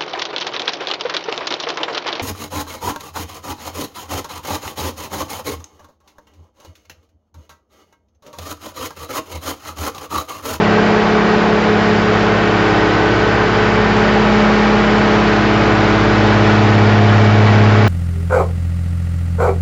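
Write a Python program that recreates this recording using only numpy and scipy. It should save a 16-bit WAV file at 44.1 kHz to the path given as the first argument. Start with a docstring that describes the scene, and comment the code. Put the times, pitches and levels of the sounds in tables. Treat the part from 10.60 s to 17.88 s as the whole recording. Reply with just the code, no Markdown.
"""A steady diesel drone over a rush of air: a six-cylinder tractor creeps past at high revs, a few
metres away in a farmyard, turning its side to us. The firings drone from the exhaust pipe and boom
near the end, while unequal cylinders add a throb. The engine's clatter repeats every cycle (two turns
of the crankshaft); a pump hums, the fan and gears sing, and a small microphone rounds the peaks."""
import sys
import numpy as np
from scipy import signal
from scipy.fft import rfft, irfft
from scipy.io import wavfile
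from scipy.ndimage import map_coordinates

SR = 44100
rng = np.random.default_rng(int(sys.argv[2]) if len(sys.argv) > 2 else 0)


def master_out(mix):
    """Clip the mix to full scale and print it as 16-bit PCM to the path in sys.argv[1]."""
    frames = np.transpose(np.atleast_2d(mix))
    ceiling = np.clip(frames, -1, 1)
    pcm = np.round(ceiling * 32767).astype(np.int16)
    wavfile.write(sys.argv[1], SR, pcm)


N = 321047
TIME = np.arange(N) / SR
SIDE_ON = TIME / TIME[-1]  # 0 when the tractor faces us, 1 when we face its side
CYLINDERS = 6


def undb(db):
    """Turn decibels into a factor to multiply by."""
    return 10 ** (np.asarray(db) / 20)


def unit(x):
    """Scale a signal so that its average strength (rms) is 1."""
    return x / np.sqrt(np.mean(x ** 2))


def walk(rate):
    """A smooth random wobble, about 1 in size, that changes about `rate` times a second."""
    smooth = signal.resample(rng.standard_normal(1024), 1024 * 16)
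    return np.interp(TIME * rate * 16, np.arange(len(smooth)), smooth)


def glide(start_s, end_s):
    """A smooth step from 0 to 1 between two times."""
    return (1 - np.cos(np.pi * np.clip((TIME - start_s) / (end_s - start_s), 0, 1))) / 2


def swell(at_s, half_width_s, db):
    """A bell-shaped rise in dB, or a dip if db is negative."""
    return db * np.exp(-((TIME - at_s) / half_width_s) ** 2)


def split(x, hz):
    """The parts of a sound below and above a frequency."""
    low = signal.sosfiltfilt(signal.butter(2, hz, fs=SR, output="sos"), x)
    return low, x - low


def tone(turns, db, flutter, rate, stray=1):
    """One wave per turn, wobbling in strength and timing, shifted at random by up to stray/2 turns."""
    angle = 2 * np.pi * (turns + stray * (rng.random() - .5)) + flutter * walk(rate)
    return np.sqrt(2) * undb(db) * (1 + flutter * walk(rate)) * np.sin(angle)


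def heard_db(source):
    """How loud a tone is as the tractor turns and sound paths via ground and barn add up or cancel."""
    # each tone from two directions: source -> front level/dB, side level/dB
    views = {"firing": (-24, -23), "second": (-18, -16), "third": (-27.5, -29), "fan": (-23, -26.5),
             "pump": (-35.5, -32), "mesh": (-44, -39), "oil gear": (-30, -30.5), "whine": (-35, -41)}
    # where the paths add up or cancel: source, t/s, half-width/s, gain/dB
    swells = [("firing", 0.68, .42, -12), ("firing", 4.0, .45, -11), ("second", 2.5, 0.68, -9.5),
              ("second", 3.9, .45, 2.5), ("second", 5.15, 0.63, -3.5), ("third", 2.3, 0.49, 7.9),
              ("third", 3.7, .65, -10), ("third", 5.25, 1, 7.4), ("fan", 1.95, 0.5, -5),
              ("fan", 3.0, 0.36, 2.5), ("pump", 3.6, 1.8, 7.5), ("pump", 5.5, .5, 6),
              ("mesh", 1.4, 0.39, 11), ("mesh", 5.4, 1.2, 12), ("oil gear", 3.46, 0.95, -12),
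              ("oil gear", 4.8, .3, 6), ("oil gear", 6.3, 0.68, 6.5), ("whine", .65, .25, 5),
              ("whine", 2.62, .85, 11.1)]
    front, side = views[source]
    swells_db = sum(swell(*row) for name, *row in swells if name == source)
    return front + (side - front) * SIDE_ON + swells_db


def with_echoes(x, scatter_gain=0.1, drift_ms=0.089, count=8):
    """Ground, wheels and cab add weak echoes that shift as the tractor rolls, so the sound shimmers."""
    # echoes off ground and bodywork: delay/ms, extra delay halfway past/ms, gain
    echoes = [(4.6, 0.37, 0.12), (2.58, 0.11, 0.053)]
    passing = np.sin(np.pi * SIDE_ON)
    paths = [(ms + extra * passing, gain) for ms, extra, gain in echoes]
    paths += [(ms + drift_ms * walk(0.806), scatter_gain) for ms in rng.uniform(5.5, 14, count)]
    copies = sum(gain * map_coordinates(x, [(TIME - ms / 1000) * SR], order=1) for ms, gain in paths)
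    return x + split(copies, hz=810)[1]  # small surfaces send back only the highs


def bay_colour(x):
    """The engine bay and its ringing panels make some pitches louder than others."""
    # broad shape of the clatter and rush: f/Hz, relative level/dB
    shape = [(25, -26), (50, -14.5), (90, -8), (160, -1.5), (300, -1), (450, -0.5), (1000, -1.5),
             (1500, -1), (1950, -5.5), (2400, -7.5), (3400, -14), (5000, -19), (6000, -26), (7400, -32)]
    # ringing of engine block and bonnet: f/Hz, width/Hz, boost/dB
    panels = [(600.5, 66, 5), (828, 120, 3), (1045, 51, 2.5), (1275, 42, 2.5), (1865, 150, 2.5),
              (2330, 22, 2), (3000, 160, 1.5)]
    f = np.maximum(np.arange(N // 2 + 1) * SR / N, 1)
    hz, db = np.transpose(shape)
    gain_db = np.interp(np.log(f), np.log(hz), db)
    for centre, width, boost in panels:
        gain_db += boost / (1 + (2 * (f - centre) / width) ** 2)
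    return irfft(rfft(x) * undb(gain_db), N)


def clatter(cycle, points=2508):
    """Valves and injectors strike alike every cycle; the pattern slowly changes as our view does."""
    place = cycle % 1 * points
    pattern = 0
    for at_s in np.linspace(0, TIME[-1], num=5):
        nearness = np.exp(-((TIME - at_s) / 1.2) ** 2)
        pattern += nearness * np.interp(place, np.arange(points), rng.standard_normal(points))
    _, strikes = split(unit(pattern), hz=200)
    knocks, ticks = split(strikes, hz=1100)
    return knocks + undb(-4) * ticks  # bright ticks sound 4 dB softer than the dull knocks


def firing_surge(cycle, depth=.058, uneven=0.036):
    """Each firing briefly lifts the noise, and each cylinder has its own strength."""
    firings = CYLINDERS * cycle
    cylinder = firings.astype(int) % CYLINDERS
    strength = 1 + uneven * unit(rng.standard_normal(CYLINDERS))[cylinder]
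    puff = np.exp(-(firings % 1) / .25)
    return strength * (1 + depth * unit(puff - puff.mean()))


def engine_bay(cycle, clatter_db=-5.0, shade_db=-2.5):
    """The fan's rush and the clatter surge with each firing, over a low rumble."""
    surge = firing_surge(cycle)
    rumble, rush = split(rng.standard_normal(N), hz=300)
    noise = rumble + surge * (rush + undb(clatter_db) * clatter(cycle))
    low, high = split(unit(bay_colour(noise)), hz=850)
    bass, body = split(low, hz=330)
    middle, treble = split(high, hz=2000)
    # as the nose passes, the bonnet partly blocks the lower rush; the bass bends round it
    shaded = body * undb(shade_db * glide(5.9, 7.1))
    # the highs beam out of the grille and the side, and swell when a beam points at us
    grille_db, side_db = swell(4.24, 2, db=1.6), swell(6.8, 1.5, db=.8)
    treble *= undb(side_db - side_db.mean() + 0.38 * walk(10))
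    beamed = (middle + treble) * undb(grille_db - grille_db.mean())
    return (bass + shaded + beamed) * undb(-16.0 + 0.22 * walk(12))


def pump(cycle, turns_per_cycle=3.14):
    """The pump shaft hums at its turning rate and an octave above."""
    turns = turns_per_cycle * cycle
    hum = tone(turns, heard_db("pump"), flutter=.06, rate=4.6)
    return hum + tone(2 * turns, -37.0, flutter=0.22, rate=7.3)


def fan(cycle, blades=10, turns_per_cycle=2.43):
    """Fan blades chop the air into a tone, and the slightly unbalanced fan hums as it spins."""
    turns = turns_per_cycle * cycle
    chop = tone(blades * turns, heard_db("fan"), flutter=0.033, rate=8.2)
    octave = tone(2 * blades * turns, -36.5, flutter=0.33, rate=7.2)
    imbalance = tone(turns, -46.0, flutter=.1, rate=5)
    return chop + octave + imbalance


def gears(cycle, teeth_per_cycle=42.86, oil_teeth_per_cycle=40):
    """The timing gears and the oil gear whine as their teeth meet."""
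    # timing gear overtones: multiple of the tooth rate, front level/dB, side level/dB
    overtones = [(3, -48.5, -35.5), (4, -42, -46), (6, -56, -56.5)]
    teeth = teeth_per_cycle * cycle
    mesh = tone(teeth, heard_db("mesh"), flutter=0.11, rate=3.9)
    oil_gear = tone(oil_teeth_per_cycle * cycle, heard_db("oil gear"), flutter=0.2, rate=4.9)
    whine = tone(2 * teeth, heard_db("whine"), flutter=0.068, rate=11.0)
    for k, front, side in overtones:
        whine += tone(k * teeth, front + (side - front) * SIDE_ON, flutter=0.32, rate=4)
    return mesh + oil_gear + whine


def throb(cycle, smear=.012):
    """Unequal cylinders thump on every turn of the crankshaft; the colour shifts as the tractor turns."""
    # tones of the thump: multiple of the cycle rate (rounded for pitch), front level/dB, side level/dB
    thump_tones = [(4, -38, -43.5), (6.75, -32.5, -22), (8.8, -40.5, -29.5), (9.7, -23, -32),
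                   (10.7, -46.5, -32.5), (13.76, -47, -28.5), (16.15, -35, -30.5), (20, -27, -27),
                   (21.94, -27, -32), (24.1, -22, -28.5), (25.9, -26.5, -27.5), (27.7, -39.5, -35),
                   (33.85, -35, -42.5), (38.3, -37.5, -36.5), (44.1, -31.5, -37.5), (46.1, -32, -39),
                   (50, -36.5, -39), (62.8, -34, -40.5), (65.9, -38, -43.5)]
    thump = 0
    for k, front, side in thump_tones:
        # pipe and silencer delay the higher tones, drawing the thump out
        turns = round(k) * cycle - smear * k ** 2 / 2
        thump += tone(turns, front + (side - front) * SIDE_ON, flutter=0.061, rate=3, stray=0.55)
    return thump


def exhaust(cycle, boom_db=13.5):
    """The exhaust pipe drones at one, two and three times the firing rate."""
    # the lowest tone booms once the pipe comes out from behind the bonnet
    lowest_db = heard_db("firing") + boom_db * glide(4.53, 6.9)
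    levels_db = lowest_db, heard_db("second"), heard_db("third")
    return sum(tone(k * CYLINDERS * cycle, db, flutter=0.046, rate=9) for k, db in enumerate(levels_db, 1))


def firing_rate(set_hz=105.72, swing_hz=.3, period_s=1.9, settle_s=2.5, sag_hz=.59):
    """Firings per second: the speed control swings and settles, then the engine sags under load."""
    swing = np.cos(2 * np.pi * (TIME - .65) / period_s) * np.exp(-TIME / settle_s)
    return set_hz + swing_hz * swing - sag_hz * glide(3.2, 4.7)


def scene():
    """One slightly wavering crankshaft drives every part of the sound."""
    firing_hz = firing_rate() * (1 + 0.00049 * walk(10))
    cycle = np.cumsum(firing_hz) / SR / CYLINDERS  # engine cycles so far
    tones = exhaust(cycle) + throb(cycle) + pump(cycle) + fan(cycle) + gears(cycle)
    return (tones + with_echoes(engine_bay(cycle)))[None]


def record(dry, ceiling=0.67, top_hz=7430):
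    """The microphone rounds the loudest peaks, and the highest treble is cut off."""
    rounded = dry / (1 + (dry / ceiling) ** 6) ** (1 / 6)
    return signal.sosfilt(signal.ellip(10, .1, 80, top_hz, fs=SR, output="sos"), rounded)


dry = scene()
out = record(dry)
master_out(out)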